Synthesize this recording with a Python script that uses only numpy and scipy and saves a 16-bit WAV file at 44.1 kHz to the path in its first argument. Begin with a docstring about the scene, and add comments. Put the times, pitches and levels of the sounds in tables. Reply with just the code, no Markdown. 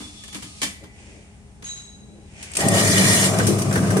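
"""A can seamer in a factory hall; other machines drone far away throughout.
A metal can is rubbed and knocked into place under the chuck. A sleeve rustles; at 1.6 s a steel part
is brushed and rings. From 2.4 s a switch snaps, then the motor runs up and shakes the steel frame.
The rollers grind round the can's rim until about 3.3 s; the mechanism clanks on over the hum."""
import sys
import numpy as np
from scipy import signal
from scipy.fft import rfft, irfft, next_fast_len
from scipy.io import wavfile
from scipy.ndimage import uniform_filter1d

SR = 44100
rng = np.random.default_rng(int(sys.argv[2]) if len(sys.argv) > 2 else 0)


def pcm_store(signal):
    """Save signal as 16-bit PCM."""
    levels = np.round(np.clip(np.atleast_2d(signal), -1, 1) * 32767)
    wavfile.write(sys.argv[1], SR, levels.astype(np.int16).T)


N = 176400
T = np.arange(N) / SR
N_FFT = next_fast_len(N + SR // 4, True)
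BINS_HZ = np.maximum(np.fft.rfftfreq(N_FFT, 1 / SR), 1)


def rollers():
    """Rollers stick and slip on the rim; its modes come and go as it turns and squeal at full pressure."""
    # Each row: time in seconds, level in dB.
    grind_levels = [(2.55, -80), (2.59, -27), (2.7, -31), (2.75, -21.5), (2.92, -21.5), (3.0, -21),
                    (3.14, -18), (3.2, -20.5), (3.245, -17.5), (3.32, -33.5), (3.42, -31.5), (3.6, -42)]
    # Each row: frequency in Hz, relative level in dB.
    grind_spectrum = [(530, -34), (900, -2.5), (1500, -7), (1900, 4), (2420, -0.5), (2690, -25), (2980, -7),
                      (4300, -8), (4900, -4), (8200, -4), (9200, 0), (11900, -17.5), (14100, -25),
                      (15500, -38)]
    # Each row: frequency in Hz, width in Hz, relative gain in dB.
    rim_modes = [(2370, 140, -13.5), (2945, 240, -11.5), (3487, 39, -20), (4030, 64, -20),
                 (4700, 70, -22.5), (5170, 40, -20), (5580, 110, -21), (6020, 110, -18), (6690, 75, -16),
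                 (7500, 60, -13), (8770, 31, -18), (9140, 40, -21)]
    # Strongest rim mode. Each row: time in seconds, relative level in dB.
    note_levels = [(2.58, -50), (2.61, -26), (2.68, -32), (2.76, -24), (2.91, -28), (2.97, -21.5),
                   (3.03, -28), (3.11, -21.5), (3.19, -29.5), (3.27, -31), (3.4, -67)]
    # Growl under load. Each row: time in seconds, level in dB.
    growl_levels = [(2.56, -81), (2.62, -23.5), (2.75, -27), (2.86, -36.5), (3.05, -41), (3.3, -30),
                    (3.5, -47)]
    # Each row: frequency in Hz, width in Hz, gain in dB.
    growl_modes = [(590, 17, -7.5), (668.6, 16, -3.5), (785, 8.7, -7.5)]
    slips = grains(13000, spread_db=1.5) * level(grind_levels) * from_db(1.2 * drift(26))
    rim = sum(resonate(slips * from_db(6.5 * np.minimum(drift(17), 1) - 2), [mode]) for mode in rim_modes)
    note = from_db(-2) * level(note_levels) * steady(resonate(noise(), [(1877, 40, 0)]))
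    pings = 0
    for hz in np.linspace(3288, 10210, 20) + 85 * rng.standard_normal(20):
        waver_db = 9.5 * np.minimum(drift(15), 1)
        pings += resonate(slips * from_db(waver_db), [(hz, 51, -26.5)])
    peak_s, sigma_s = 3.13, 0.046
    pressure = np.exp(-.5 * ((T - peak_s) / sigma_s) ** 2)
    squeal = resonate(pressure * noise(), [(9370, 35, -24)])
    growl = resonate(grains(1500, spread_db=2.5) * level(growl_levels), growl_modes)
    grind = from_db(-2.5) * panels(colour(slips, grind_spectrum))
    return grind + rim + note + pings + squeal + growl


def motor():
    """Hum and gear tones come up to speed; the frame shakes and the gears rattle with the shaft."""
    # Each row: full-speed frequency in Hz, relative level in dB.
    hum_tones = [(100.5, -28.5), (109, -29), (131, -31.5), (145, -31.5), (191, -27.5), (199, -37),
                 (345, -35.5), (389, -43), (447, -40), (590, -41), (642, -38.5)]
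    # Each row: time in seconds, relative bass and low-mid levels in dB.
    shake_levels = [(2.54, -73, -59), (2.592, -25.5, -26), (2.64, -24.5, -28.5), (2.662, -8.5, -26),
                    (2.686, -23.5, -28), (2.742, -16, -21), (2.852, -21.5, -22), (2.906, -10.5, -29.5),
                    (2.966, -24, -23), (3.01, -12, -24), (3.23, -25, -25.5), (3.422, -15.5, -22.5),
                    (3.438, -23, -26), (3.47, -16.5, -32), (3.498, -16, -27.5), (3.616, -26, -26.5),
                    (3.796, -17, -28.5), (4.0, -20, -23)]
    # Each row of these three: frequency in Hz, relative level in dB.
    bass_spectrum = [(30, -41.5), (65, -18), (85, -13.5), (103, -12.5), (135, -6), (157, -5), (190, 6),
                     (225, -10), (280, -11), (400, -33.5), (800, -71)]
    low_mid_spectrum = [(120, -31), (220, -4), (270, 0), (350, -1), (440, 1), (480, -5.5), (590, -2.5),
                        (700, -3), (860, -17), (1200, -7), (2200, -40), (5000, -74)]
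    gear_spectrum = [(400, -1), (900, 6.5), (1400, -0.5), (2500, 9.5), (3600, -3.5), (6000, 2.5),
                     (9300, 4.5), (12000, -21), (15500, -32)]
    start_s, run_up_s, shaft_hz, usual_shake_db = 2.57, .035, 24.73, -21
    speed = 1 - np.exp(-np.maximum(T - start_s, 0) / run_up_s)
    clock_s = np.cumsum(speed * (1 + 0.0049 * drift(5.8))) / SR
    shake = level(shake_levels)
    tones = sum(from_db(db - 2.5 + 2.77 * drift(4.6)) * tone(hz, clock_s) for hz, db in hum_tones)
    hum = speed ** 4 * (shake / from_db(usual_shake_db)) ** 0.33 * tones
    turning = 1 + 0.092 * np.sin(2 * np.pi * shaft_hz * clock_s)
    bass = from_db(-5) * shake * steady(colour(grains(1500, spread_db=1.4), bass_spectrum))
    low_mid = steady(colour(grains(1500, spread_db=0.5) * turning, low_mid_spectrum))
    low_mid *= from_db(-1.5) * level(shake_levels, column=2)
    gear_gain = from_db(-36.5 + 1.3 * drift(6.7)) * speed * turning
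    gears = gear_gain * colour(grains(7600, spread_db=2.5), gear_spectrum)
    return hum + bass + low_mid + panels(gears)


def clanks():
    """Loose steel parts clank and chatter brightly on the can; the frame clunks as the can is lowered."""
    # Each row: start in seconds, dull and bright levels in dB, decay in seconds.
    hits = [(3.339, -29, -52, 0.039), (3.385, -31, -23, 0.011), (3.396, -18.5, -37, 0.02),
            (3.466, -37, -21, 0.039), (3.583, -40, -28.5, 0.036), (3.618, -47, -25, 0.008),
            (3.71, -25, -36, 0.011), (3.725, -28, -29, 0.067), (3.755, -17.5, -30, 0.018),
            (3.832, -32, -45, 0.085), (3.903, -25, -28.5, 0.021), (3.967, -26.5, -27, 0.023)]
    # Each row: start in seconds, level in dB, decay in seconds.
    frame_hits = [(3.385, -40, 0.018), (3.472, -19, 0.053), (3.96, -17.5, 0.023)]
    # Each row of these two: frequency in Hz, relative level in dB.
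    dull_spectrum = [(200, -20.5), (400, 7), (800, -2), (1200, -3.5), (1650, 4.5), (2400, -13), (4000, -19),
                     (10000, -41)]
    bright_spectrum = [(500, -45), (2000, -6.5), (4000, -9.5), (5800, -3.5), (7500, -6.5), (9300, 1),
                       (12000, -14), (15500, -23)]
    # Each row of these three: frequency in Hz, width in Hz, gain in dB.
    part_modes = [(1510, 130, -14), (1830, 89, -19)]
    can_modes = [(6050, 260, -13), (8300, 110, -16)]
    frame_modes = [(333, 13, -7.5), (356, 7.7, -2.5), (397.3, 21, -6), (451, 12, -10)]
    dull = grains(4000, spread_db=0.5) * blows(hits, attack_s=0.0016)
    bright = grains(7200, spread_db=4) * blows(hits, attack_s=0.0025, column=2)
    clunk = resonate(grains(3000, spread_db=0.5) * blows(frame_hits, attack_s=0.0056), frame_modes)
    clatter = from_db(-0.5) * (colour(dull, dull_spectrum) + colour(bright, bright_spectrum))
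    return clatter + resonate(dull, part_modes) + resonate(bright, can_modes) + clunk


def switch():
    """Contacts snap as the drive engages; the hardest snaps ring briefly."""
    # Each row: start in seconds, crack and ring levels in dB, decay in seconds.
    snaps = [(2.426, -33.5, -47, 0.023), (2.515, -40, -34, 0.0041), (2.535, -30, -41, 0.0062),
             (2.551, -24.5, -38, 0.012), (2.568, -16.5, -16, 0.0085), (2.604, -21, -45, 0.0082),
             (2.684, -21, -10, 0.0043)]
    # Each row: frequency in Hz, relative level in dB.
    crack_spectrum = [(400, -6.5), (1200, -9), (2500, 4.5), (4000, -2), (6300, 3), (8500, 3), (10500, 0.5),
                      (12500, -24), (15500, -22)]
    # Each row: frequency in Hz, width in Hz, relative gain in dB.
    contact_modes = [(8370, 170, 2)]
    crack = grains(20000, spread_db=2) * blows(snaps, attack_s=0.0014)
    ring = steady(resonate(noise(), contact_modes), samples=200)
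    return colour(crack, crack_spectrum) + ring * blows(snaps, attack_s=0.0023, column=2)


def can():
    """The can scrapes and squeaks into place; each knock is a tinny rattle, a ring and a hollow thud."""
    # Each row of these two: time in seconds, relative level in dB.
    slide_levels = [(0, -41), (.12, -47), (.22, -46.5), (.3, -46.5), (.48, -44.5), (.56, -46.5),
                    (.6, -43.5), (.76, -54), (.88, -85)]
    squeak_levels = [(0, -54), (.05, -43.5), (.1, -53), (.14, -61), (.18, -47), (.25, -50.5), (.35, -49),
                     (.39, -85)]
    # Each row: start in seconds, rattle and thud levels in dB, decay in seconds.
    knocks = [(0.002, -44.5, -39.5, 0.05), (.236, -37.5, -59, 0.015), (.279, -39.5, -62, 0.018),
              (.327, -37.5, -59, 0.023), (.345, -32, -37.5, 0.031), (.423, -35.5, -42.5, 0.032),
              (.616, -22.5, -37, 0.043), (.629, -20, -36.5, 0.022), (.836, -48, -42.5, 0.02),
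              (1.623, -42.5, -40.5, 0.0095)]
    # Each row of these two: frequency in Hz, relative level in dB.
    slide_spectrum = [(350, -31), (600, -12), (1540, -15), (2430, -1), (2680, -2), (3360, -3), (4060, -0.5),
                      (9750, -3), (15000, -60)]
    rattle_spectrum = [(210, -69), (350, -10.5), (981, -7.5), (1080, -2), (1510, -10), (1760, 0), (2930, 0),
                       (3170, 2), (3440, -2.5), (9480, -3), (15500, -33)]
    # Each row of these four: frequency in Hz, width in Hz, relative gain in dB.
    slide_modes = [(1245, 13, -16.5)]
    squeak_modes = [(3460, 4.7, 2)]
    rattle_modes = [(1786, 30, -21), (2320, 30, -16.5), (3115, 22, -18), (3440, 25, -15.5)]
    thud_modes = [(199, 11.3, -1), (255, 41, 0), (293, 6.5, -6), (436, 220, -39), (890, 450, -8.5)]
    # Each row: frequency in Hz, width in Hz, level in dB, T60 in seconds.
    long_modes = [(2000, 46, -47.5, 1.6), (2330, 30, -48, .8)]
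    rub = grains(12000, spread_db=3) * level(slide_levels)
    squeak = from_db(1.5) * level(squeak_levels) * steady(resonate(noise(), squeak_modes))
    rattle = grains(12000, spread_db=0.5) * blows(knocks, attack_s=0.0013)
    thud = resonate(grains(8000, spread_db=3) * blows(knocks, attack_s=0.005, column=2), thud_modes)
    age_s = np.maximum(T - .629, 0)  # since the hardest knock
    ring = sum(from_db(-60 * age_s / t60_s) * resonate(noise(), [mode]) for *mode, t60_s in long_modes)
    scrape = panels(colour(rub, slide_spectrum)) + resonate(rub, slide_modes)
    knock = colour(rattle, rattle_spectrum) + resonate(rattle, rattle_modes) + thud
    return scrape + squeak + knock + ring * (age_s > 0)


def steel_part():
    """Brushing swells each mode at its own pace; they ring out with an uneven shimmer."""
    # Each row: frequency in Hz, level in dB, T60 in seconds, swell in seconds.
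    modes = [(3900, -53, 1.3, 0.063), (3937, -39.5, 0.82, 0.067), (3950, -47.5, 1.2, 0.091),
             (6520, -36, 0.81, 0.023), (6370, -56, 0.55, 0.044), (6620, -45, 0.89, 0.026),
             (7660, -45.5, 0.89, 0.054), (7695, -59, 0.59, .04), (9940, -52, 0.59, 0.017)]
    # Each row: start in seconds, level in dB, decay in seconds.
    strokes = [(1.623, -53, 0.027), (1.64, -39, 0.023), (1.659, -40, 0.11), (1.758, -47, 0.096)]
    # Each row: frequency in Hz, relative level in dB.
    brush_spectrum = [(300, -20), (1000, -6), (2200, 1.5), (3600, 0.5), (5000, -2.5), (7000, 3), (9500, -8),
                      (12000, -26), (16000, -48)]
    age_s, ring = np.maximum(T - 1.63, 0), 0
    for hz, db, t60_s, swell_s in modes:
        swell = np.minimum(age_s / swell_s, 1) ** 2
        fade_db = 60 * np.maximum(age_s - swell_s, 0) / t60_s
        shimmer = 1 + 0.53 * np.array([drift(28), drift(28)])
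        ring += swell * from_db(db - fade_db) * shimmer * tone(hz, T + .00003 * drift(12.4))
    brush = grains(8000, spread_db=2.5) * blows(strokes, attack_s=0.0038)
    return ring + colour(brush, brush_spectrum)


def sleeve():
    """Cloth rustles as the arm moves; the body shuffles dully."""
    # Each row of these two: time in seconds, level in dB.
    rustle_levels = [(.9, -63), (.99, -50), (1.16, -51.5), (1.32, -60.5), (1.6, -78), (2.1, -74),
                     (2.3, -56.5), (2.41, -42.5), (2.5, -42.5), (2.56, -43), (2.65, -92)]
    shuffle_levels = [(.79, -66), (.83, -44), (.88, -65.5), (1.1, -53.5), (1.165, -49), (1.24, -61),
                      (1.8, -81), (2.0, -61), (2.18, -51), (2.3, -59.5), (2.5, -58.5), (2.6, -93)]
    # Each row of these two: frequency in Hz, relative level in dB.
    rustle_spectrum = [(200, -9), (700, 4), (1200, -5.5), (2400, 10), (4000, -4), (6500, 1), (9500, -2),
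                       (11000, -28), (12500, -56), (16000, -92)]
    shuffle_spectrum = [(120, -36), (300, 19.5), (650, 8.5), (1000, -17), (2000, -25), (8000, -38),
                        (13000, -75)]
    rustle = colour(grains(11000, spread_db=5) * level(rustle_levels), rustle_spectrum)
    shuffle = colour(grains(2000, spread_db=1) * level(shuffle_levels), shuffle_spectrum)
    return rustle + shuffle


def panels(x, count=6, highpass_hz=1120, delay_range_s=(.003, .022)):
    """Steel panels reflect the treble within milliseconds: a metallic colour."""
    treble = signal.sosfilt(signal.butter(2, highpass_hz, "high", fs=SR, output="sos"), x)
    lags = (rng.uniform(*delay_range_s, size=(2, count)) * SR).astype(int)
    echoes = np.array([sum(np.pad(path, (lag, 0))[:N] for lag in row) for path, row in zip(treble, lags)])
    gain = from_db(-5.5)
    return (x + gain * echoes / np.sqrt(count)) / np.sqrt(1 + gain ** 2)


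def hall(x, t60_s=0.58, delay_s=0.007, gain_db=-15.5):
    """Diffuse tail of the hall."""
    decay = from_db(-60 * T[:SR] / t60_s) * (T[:SR] > delay_s)
    tail = rms_one(rng.standard_normal((2, SR)) * decay) / np.sqrt(SR)
    return from_db(gain_db) * signal.fftconvolve(x, tail, axes=1)[:, :N]


def background():
    """Wavering drone of far machines and air rumble."""
    # Each row of these two: frequency in Hz, relative level in dB.
    far_tones = [(206, -55), (404, -68), (410, -69), (820, -69.5)]
    air_spectrum = [(20, -33), (40, -2.5), (65, 4.5), (100, -0.5), (150, -4.5), (210, -5), (330, -15.5),
                    (520, -22.5), (750, -19), (1200, -27.5), (2300, -26), (4000, -34), (9500, -29.5),
                    (11500, -53), (16000, -62)]
    drone = sum(from_db(db + 2.3 * drift(3.4)) * tone(hz, T + 0.00051 * drift(1.36))
                for hz, db in far_tones)
    return drone + from_db(-46.5) * colour(noise(), air_spectrum)


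def from_db(db):
    """Decibels to gain."""
    return 10 ** (np.asarray(db) / 20)


def rms_one(x):
    """Scale to rms 1."""
    return x / np.sqrt(np.mean(x ** 2) + 1e-20)


def steady(x, samples=1500):
    """Hold the running rms at 1."""
    return x / np.sqrt(np.maximum(uniform_filter1d(x ** 2, samples, axis=1), 1e-20))


def level(rows, column=1):
    """Gain over time from a dB column; silent until 30 ms before the first row."""
    rows = np.array(rows)
    return from_db(np.interp(T, rows[:, 0], rows[:, column])) * (T >= rows[0, 0] - .03)


def blows(rows, attack_s, column=1):
    """Envelope of blows, summed in power: linear rise, exponential decay."""
    power = 0
    for row in rows:
        age_s = np.maximum(T - row[0], 0)
        rise = np.minimum(age_s / attack_s, 1)
        decay = np.exp(-np.clip((age_s - attack_s) / row[-1], 0, 20))
        power += (from_db(row[column]) * rise * decay) ** 2
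    return np.sqrt(power)


def noise():
    """White noise on two paths."""
    return rng.standard_normal((2, N))


def drift(rate_hz, hop=40, settle=2000):
    """Smooth random curve of rms 1."""
    pole = np.exp(-2 * np.pi * rate_hz * hop / SR)
    white = rng.standard_normal(N // hop + settle + 2)
    slow = signal.lfilter([1], [1, -2 * pole, pole * pole], white)[settle:]
    return np.interp(np.arange(N) / hop, np.arange(len(slow)), rms_one(slow))


def grains(per_s, spread_db):
    """Tiny random contacts of uneven size on two paths; rms 1."""
    contacts = rng.random((2, N)) < per_s / SR
    sizes = from_db(spread_db * np.minimum(rng.exponential(1, N), 3))
    return rms_one(contacts * sizes * rng.choice([-1, 1], (2, N)))


def tone(hz, clock_s):
    """Sine of rms 1 on two paths, a quarter turn apart."""
    phase = 2 * np.pi * (hz * clock_s + rng.random())
    return np.sqrt(2) * np.array([np.sin(phase), np.cos(phase)])


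def resonate(x, modes):
    """Parallel resonances; white noise of rms 1 leaves each at its own level."""
    out = 0
    for hz, width_hz, db in modes:
        r = np.exp(-np.pi * abs(width_hz) / SR)
        poles = [1, -2 * r * np.cos(2 * np.pi * hz / SR), r * r]
        out += from_db(db) * np.sqrt((1 - r * r) / 2) * signal.lfilter([1, 0, -1], poles, x + 1e-18)
    return out


def per_bin(points):
    """Interpolate over log frequency at every bin."""
    hz, value = np.transpose(points)
    return np.interp(np.log(BINS_HZ), np.log(hz), value)


def colour(x, spectrum):
    """Minimum-phase filter that keeps the power of white noise."""
    cepstrum = irfft(np.log(rms_one(from_db(per_bin(spectrum))) + 1e-9), N_FFT)
    cepstrum[1:N_FFT // 2] *= 2
    cepstrum[N_FFT // 2 + 1:] = 0
    return irfft(rfft(x, N_FFT) * np.exp(rfft(cepstrum)), N_FFT)[:, :N]


def scene():
    """All sources in the hall; the two paths are mid and side: narrow bass, wide treble."""
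    # Each row: frequency in Hz, left-right correlation before clipping.
    likeness = [(60, 0.8), (130, 4), (200, 0.6), (380, 0.7), (700, 0.76), (1000, 0.21), (2380, -.5),
                (4400, 0), (8000, 0), (15000, 0)]
    # Each row: frequency in Hz, left minus right in dB.
    balance = [(60, 3), (110, 3), (200, 0.5), (400, 1.6), (700, 2), (1300, 0.9), (4400, -0.6), (6000, -2.5),
               (8200, 3.5), (15000, 10)]
    near = can() + steel_part() + sleeve() + switch() + motor() + rollers() + clanks()
    mid, side = rfft(near + hall(near) + background(), N_FFT)
    correlation = np.clip(per_bin(likeness), -.99, .99)
    signs = np.array([[1], [-1]])
    stereo = np.sqrt((1 + correlation) / 2) * mid + signs * np.sqrt((1 - correlation) / 2) * side
    return irfft(stereo * from_db(signs * per_bin(balance) / 2), N_FFT)[:, :N]


def record(dry):
    """Steep low-pass at 15.6 kHz."""
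    return signal.sosfilt(signal.ellip(10, .1, 90, 15600, fs=SR, output="sos"), dry)


dry = scene()
out = record(dry)
pcm_store(out)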